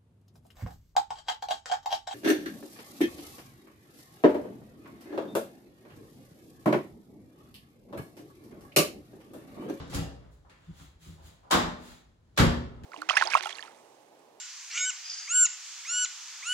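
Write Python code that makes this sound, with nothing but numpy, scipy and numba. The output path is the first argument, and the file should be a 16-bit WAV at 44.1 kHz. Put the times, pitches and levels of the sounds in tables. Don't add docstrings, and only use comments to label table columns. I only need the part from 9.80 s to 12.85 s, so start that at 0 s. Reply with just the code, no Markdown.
import sys
import numpy as np
from scipy import signal
from scipy.fft import rfft, irfft
from scipy.io import wavfile
from scipy.ndimage import uniform_filter1d
from numba import njit

SR = 44100
rng = np.random.default_rng(int(sys.argv[2]) if len(sys.argv) > 2 else 0)


def to_wav(sig):
    pcm = np.clip(np.atleast_2d(sig), -1, 1) * 32767
    pcm = np.round(pcm).astype(np.int16)
    wavfile.write(sys.argv[1], SR, pcm.T)


def ratio(d):
    e = np.asarray(d, float) / 20
    return 10 ** e


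N = 134505
LEAD_S = 0.3
LEAD = int(LEAD_S * SR)
M = N + LEAD
T = np.arange(M) / SR - LEAD_S

# (frequency [Hz], level [dB])
AIR_HZ_DB = [(30, -21.5), (60, -4), (150, -12.5), (240, -19.5), (400, -23.5), (2500, -38.5), (7000, -44),
             (15500, -60.5)]
# (time [s], level [dB], decay [s], tilt [dB/octave])
BLOWS = [(-.12, -39.5, 0.066, -4), (.098, -51, 0.052, 2.5), (.121, -47, 0.018, -2.5), (.128, -52, .02, 1),
         (.1366, -44, 0.019, 4), (.146, -37.5, 0.018, 4), (.17, -37.5, 0.013, -4.5), (.697, -56, 0.01, -.5),
         (1.217, -72, 0.018, 3), (1.702, -52, 0.017, 3.5), (1.7105, -22, 0.0062, 3),
         (1.717, -26, 0.0084, 1.5), (1.724, -22, 0.015, -2.5), (1.733, -27, 0.015, -1),
         (1.745, -27.5, 0.014, -3.5), (2.564, -57.5, 0.017, -0.5), (2.5755, -24.5, 0.01, 1),
         (2.579, -29, 0.0088, 0), (2.588, -21, 0.014, -2.5), (2.599, -23.5, 0.016, -2.5),
         (2.61, -26.5, 0.033, -6), (3.035, -49.5, 0.0091, -1)]
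# (frequency [Hz], level [dB])
LATCH_HZ_DB = [(120, -30.5), (250, -11), (450, -12), (800, -12), (1100, -9), (3300, -13.5), (7000, -20),
               (12000, -29.5), (15500, -37.5)]
# (frequency [Hz], level [dB], t60 [s])
PANEL_MODES = [(546, 0.5, 0.38), (609.3, 2, 0.05), (697.5, -29.5, 0.24), (802, -7.5, 0.39), (890, 6, 0.061),
               (940, -14.5, 0.05), (1090, -12.5, 0.2), (1096, 6, 0.053), (1280, -2.5, 0.05),
               (1310, -13, 0.097), (1548, -7, 0.35), (1730, 15.5, 0.04), (1850, 12, 0.04)]
# (time [s], level [dB], push length [s], shake length [s], lowest pitch [Hz])
BOOMS = [(-.1, -42, 0.0058, 0.046, 39.74), (0.086, -38, 0.0013, 0.051, 75.1),
         (0.141, -39.5, 0.0052, 0.0076, 37.7), (0.178, -40, 0.0057, 0.011, 47.7),
         (1.733, -25.5, 0.0008, 0.012, 194), (1.762, -41, 0.003, 0.044, 44.7),
         (2.584, -21.5, 0.0025, 0.018, 60), (2.613, -31.5, 0.0055, 0.022, 60),
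         (3.009, -46.5, 0.0021, 0.041, 51.1), (0.874, -56, 0.01, 0.017, 60),
         (1.244, -51, 0.0019, 0.037, 60), (1.425, -61.5, 0.0049, 0.033, 51.1),
         (0.99, -58, 0.004, 0.022, 40)]
# (frequency [Hz], level [dB], t60 [s])
CABINET_MODES = [(54.1, -17.5, 0.1), (65.2, -6.5, 0.85), (76.8, 1, 0.2), (102.5, -6, 0.32),
                 (130.4, -1, 0.15), (163.1, 3, 0.15), (190.4, -5, 0.26), (235, -12, 0.12),
                 (278.4, -3.5, 0.22), (338.5, -8, 0.27), (356, -8.5, 0.14), (486, -13.5, 0.26)]
# (time [s], level [dB], pitch [Hz], rise [s], decay [s])
KNOCKS = [(0.128, -37, 614, 0.0072, 0.016), (0.218, -46, 570, 0.0036, 0.02),
          (0.648, -56.5, 800, 0.0018, 0.009), (0.69, -62, 1900, 0.007, .04),
          (0.995, -58, 1042, .002, 0.014), (1.004, -63, 2300, .015, .03), (1.361, -66.5, 700, 0.0078, 0.11),
          (1.627, -57.5, 800, 0.013, 0.042), (1.706, -26.5, 884, 0.0024, 0.031),
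          (1.736, -32, 766, 0.0068, 0.0094), (1.73, -53, 1560, 0.011, 0.017),
          (2.563, -51, 4500, 0.0033, 0.017), (2.573, -28.5, 1270, .002, 0.013),
          (2.596, -40, 1950, 0.0055, .03), (2.614, -41.5, 846, .003, 0.017), (.077, -56, 6450, .001, .003),
          (-.08, -60, 4000, .01, .1), (.1, -64, 6300, .002, .02), (1.722, -40, 3400, .005, .02),
          (1.72, -44, 5000, .004, .015), (2.595, -36, 3300, .005, .02), (.42, -70, 1400, .03, .05),
          (1.76, -42, 1700, .01, .04), (1.225, -67, 4200, .01, .04)]
# (time [s], level [dB], pitch [Hz], t60 [s])
RINGS = [(1.735, -29, 243, .75), (1.76, -42, 172, .9), (1.725, -42, 3270, .1), (2.595, -40, 3270, .12),
         (2.59, -43, 3100, .12), (1.74, -44, 1075, 0.23), (1.74, -46, 861, .4), (1.74, -50, 748, 0.59),
         (1.74, -43, 1500, .25), (2.598, -21, 239.5, .6), (2.6, -32.5, 104, 0.47), (2.605, -21, 78, .4),
         (2.6, -32, 162, .3), (2.6, -42, 360, .3), (.165, -38, 60, .3), (.08, -40, 53, .2),
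         (2.594, -33, 530, 0.45), (2.6, -41, 464, 0.43), (2.59, -39, 861, 0.37), (2.59, -44, 1460, 0.27),
         (2.59, -44, 1084, 0.18)]
# (time of peak [s], level [dB], rise [s], fall [s], tilt [dB/octave])
SCUFFS = [(0.527, -72.5, 0.017, 0.022, 7.5), (0.425, -64, 0.04, 0.087, -3.5), (2.1, -62, .03, 0.064, -3),
          (0.42, -80, 0.019, 0.035, -11), (0.86, -70, 0.11, 0.13, 1.5), (0.998, -61.5, 0.046, 0.059, 6),
          (1.231, -61, 0.026, 0.099, 6), (1.41, -71, 0.02, 0.17, 3), (1.46, -62, .025, .035, 7),
          (2.068, -57.5, 0.068, 0.085, 4.5), (2.45, -103, 0.061, .08, -18), (3, -73, 0.043, .05, -13),
          (2.95, -57.5, 0.068, 0.1, -4)]
# (frequency [Hz], level [dB])
SOLE_HZ_DB = [(250, 0), (600, 4), (1500, 1), (4000, -7), (5600, -15), (7000, -12), (9500, -22),
              (15500, -30)]
# (time of middle [s], level [dB], pitch [Hz], length [s])
THUMPS = [
    (.9, -40, 166.3, 0.049),
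    (0.901, -53.5, 89, 0.1),
    (1.031, -54, 64, 0.14),
    (1.16, -52, 60, 0.027),
    (1.309, -48, 83.9, 0.14),
    (1.31, -49.5, 160, 0.23),
    (1.47, -55, 77, 0.21),
    (0.552, -50, 60, 0.1),
]
# (frequency [Hz], t60 [s], likeness of the two ports [0-1])
ROOM = [(60, 0.8, 0.97), (147, .9, .95), (339, 0.66, 0.6), (800, 0.56, 0.06), (2000, 0.5, 0),
        (4900, 0.48, 0.01), (9720, 0.33, 0.4), (14100, 0.31, 0.94)]
# (frequency [Hz], level [dB])
MIC_HZ_DB = [(1700, 1), (2500, -2), (3300, 1.5), (4500, 0.5), (5700, -1.5), (7000, 1), (9000, -2),
             (11000, 1)]

AIR_DB, AIR_SWELL_DB = -61, 1.2
CORNERS = 3
PANEL_DB, WET_DB, LEFT_DB = -20.5, 3, 0.5
KNOCK_WIDTH = 0.41
RING_RISE_S = 0.012
BASS_LAG_SAMPLES, TREBLE_LAG_SAMPLES, TURN_HZ = 18.5, 10, 1800
BASS_CUT_HZ = 31
DEAF_MID_HZ, TOP_MID_HZ = (12700, 14450), 15850
DEAF_SIDE_HZ, TOP_SIDE_HZ = (10300, 12000), 15100
LIMIT_DB, RATIO, RELEASE_S, AHEAD_SAMPLES = -5.5, 3, 0.06, 64


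def unit(x):
    return x / np.sqrt(np.mean(x ** 2) + 1e-30)


def colour(x, points, tilt_db=0.):
    octave = np.log2(np.arange(2049) * SR / 4096 + 5)
    hz, level_db = np.array(points, float).T
    db = np.interp(octave, np.log2(hz), level_db) + tilt_db * (octave - np.log2(1500))
    cepstrum = irfft(db * np.log(10) / 20)
    cepstrum[1:2048] *= 2
    cepstrum[2049:] = 0
    h = irfft(np.exp(rfft(cepstrum)))
    h = (h / np.sqrt(np.sum(h ** 2))).reshape((1,) * (x.ndim - 1) + (-1,))
    return signal.oaconvolve(x, h, axes=-1)[..., :x.shape[-1]]


def ring(modes):
    t = np.arange(SR)[:, None] / SR
    hz, db, t60 = np.array(modes, float).T
    tones = ratio(db) * np.sin(2 * np.pi * hz * t) * np.exp(-np.log(1000) * t / t60)
    return unit(tones.sum(1)) / np.sqrt(SR)


def conv(x, h):
    return signal.fftconvolve(x, h)[:M]


def grit(spread_db):
    return unit(rng.standard_normal((3, M)) * ratio(spread_db * rng.exponential(size=M)))


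def fall(s, length):
    return (T >= s) * np.exp(-np.clip(T - s, 0, None) / length)


def around(s, before, after):
    first = max(int((s - before + LEAD_S) * SR), 0)
    last = min(int((s + after + LEAD_S) * SR), M)
    return slice(first, last)


def ports(x):
    f = np.arange(len(x) // 2 + 1) * SR / len(x)
    turn = np.clip(f / TURN_HZ - 1, 0, 1)
    lag = BASS_LAG_SAMPLES + (TREBLE_LAG_SAMPLES - BASS_LAG_SAMPLES) * turn
    phase = 2 * np.pi * f / SR * lag + np.pi * turn
    return np.array([x, irfft(rfft(x) * np.exp(-1j * phase), len(x))])


def power_share(x, hz, share):
    n = x.shape[-1]
    gain = np.sqrt(np.interp(np.arange(n // 2 + 1) * SR / n, hz, share))
    return irfft(rfft(x) * gain, n)


def spread(shared, left, right):
    hz, _, like = np.array(ROOM).T
    like = np.clip(like, 0.01, 0.99)
    return power_share(ports(shared), hz, like) + power_share(np.array([left, right]), hz, 1 - like)


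def air():
    swell = uniform_filter1d(rng.standard_normal(M), size=3000)
    swell = unit(uniform_filter1d(swell, size=3000))
    rumble = colour(spread(*rng.standard_normal((3, M))), AIR_HZ_DB)
    return ratio(AIR_DB + AIR_SWELL_DB * swell) * rumble


def latch():
    grains = grit(1.2)
    spots = np.zeros((CORNERS, 3, M))
    for k, (s, db, length, tilt) in enumerate(BLOWS):
        part = around(s, 0, 0.5)
        burst = grains[:, part] * fall(s, length)[part]
        spots[k % CORNERS, :, part] += ratio(db) * colour(burst, LATCH_HZ_DB, tilt)
    return spots


def steel_panels(spots):
    return ratio(PANEL_DB) * conv(spots[:, 0].sum(axis=0), ring(PANEL_MODES))


def room(x):
    t = np.arange(SR) / SR
    room_hz, room_t60, _ = np.array(ROOM).T
    noise, tail = spread(*rng.standard_normal((3, SR))), 0
    for hz in 40 * 2 ** np.arange(0, 9, 0.5):
        t60 = np.interp(np.log(hz), np.log(room_hz), room_t60)
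        sos = signal.butter(2, [hz / 1.19, hz * 1.19], "band", fs=SR, output="sos")
        band = signal.sosfiltfilt(sos, noise * (t > 0))
        tail = tail + band * np.exp(-np.log(1000) * t / t60)
    tail = unit(tail * (1 - np.exp(-t / 0.001))) / np.sqrt(SR)
    return np.array([conv(x, h) for h in tail])


def cabinet():
    noise, push = rng.standard_normal(M), 0
    for s, db, soft, shake, low_hz in BOOMS:
        swell = np.clip(T - s, 0, None) / shake
        force = noise * swell * np.exp(-swell)
        force = signal.lfilter([1], [1, -np.exp(-4 / (soft * SR))], force)
        force = signal.lfilter(*signal.butter(2, low_hz, "high", fs=SR), force)
        push = push + ratio(db) * force / np.sqrt(np.sum(force ** 2) / SR * 20)
    return conv(push, ring(CABINET_MODES)) / 4


def knocks():
    grains, out = grit(0.53), 0
    for s, db, hz, rise, length in KNOCKS:
        edges_hz = [hz / (1 + KNOCK_WIDTH), hz * (1 + KNOCK_WIDTH)]
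        sos = signal.butter(2, edges_hz, "band", fs=SR, output="sos")
        burst = grains * fall(s, length) * (1 - fall(s, rise))
        out = out + ratio(db) * signal.sosfilt(sos, burst) * np.sqrt(SR / hz)
    return out


def rings():
    out = 0
    for s, db, hz, t60 in RINGS:
        envelope = fall(s, t60 / np.log(1000)) * (1 - fall(s, RING_RISE_S))
        out = out + ratio(db) * np.sin(2 * np.pi * hz * T) * envelope
    return out


def slippers():
    grains, out = grit(0.87), np.zeros((3, M))
    for s, db, rise, fade, tilt in SCUFFS:
        part = around(s, 0.5, 0.5)
        swell = np.exp(-((T - s) / np.where(T < s, rise, fade)) ** 2)
        out[:, part] += ratio(db) * colour(grains[:, part] * swell[part], SOLE_HZ_DB, tilt)
    return out


def heels():
    out = 0
    for s, db, hz, length in THUMPS:
        bump = np.exp(-8 * ((T - s) / length) ** 2)
        out = out + 1.14 * ratio(db) * bump * np.sin(2 * np.pi * hz * (T - s))
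    return out


def scene():
    spots = latch()
    panels = steel_panels(spots)
    feet = slippers() + knocks()
    low = cabinet() + rings()
    echo = sum(room(x[0]) for x in spots) + room(feet[0] + panels + 0.19 * low)
    direct = spread(*(spots.sum(axis=0) + feet)) + ports(panels + low + heels())
    out = direct + ratio(WET_DB) * echo + air()
    balance = ratio(np.array([[LEFT_DB], [-LEFT_DB]]) / 2)
    return (out * balance)[:, LEAD:]


def lost(x, gap_hz, top_hz):
    gap = signal.ellip(4, 0.2, 25, gap_hz, "bandstop", fs=SR, output="sos")
    top = signal.ellip(6, 0.2, 30, top_hz, fs=SR, output="sos")
    return x - signal.sosfiltfilt(np.vstack([gap, top]), x)


@njit
def follow(x, attack, release):
    e, y = 0., np.empty(len(x))
    for i in range(len(x)):
        e += (x[i] - e) * (attack if x[i] > e else release)
        y[i] = e
    return y


def top_cut(x):
    return signal.sosfilt(signal.butter(12, 16970, fs=SR, output="sos"), x)


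def record(dry):
    bass_cut = signal.butter(3, BASS_CUT_HZ, "high", fs=SR, output="sos")
    x = signal.sosfilt(bass_cut, colour(dry, MIC_HZ_DB))
    mid_lost = lost((x[0] + x[1]) / 2, DEAF_MID_HZ, TOP_MID_HZ)
    side_lost = lost((x[0] - x[1]) / 2, DEAF_SIDE_HZ, TOP_SIDE_HZ)
    strip = mid_lost + side_lost * np.array([[1], [-1]])
    top = np.abs(strip).max(axis=0)
    usual = follow(top, 1 / (0.006 * SR), 1 / (0.1 * SR)) + ratio(-80)
    sharp = uniform_filter1d(top, size=200) / usual
    x = x - strip * (1 - np.clip(2 * sharp - 2.1, 0, 1))
    x = signal.sosfilt(signal.butter(8, 16500, fs=SR, output="sos"), x)
    peak = follow(np.abs(x).max(axis=0), 1 / (0.0005 * SR), 1 / (RELEASE_S * SR))
    over = ratio(LIMIT_DB) / (np.roll(peak, -AHEAD_SAMPLES) + 1e-9)
    gain = np.minimum(1, over) ** (1 - 1 / RATIO)
    return top_cut(x * gain)


dry = scene()
out = record(dry)
to_wav(out)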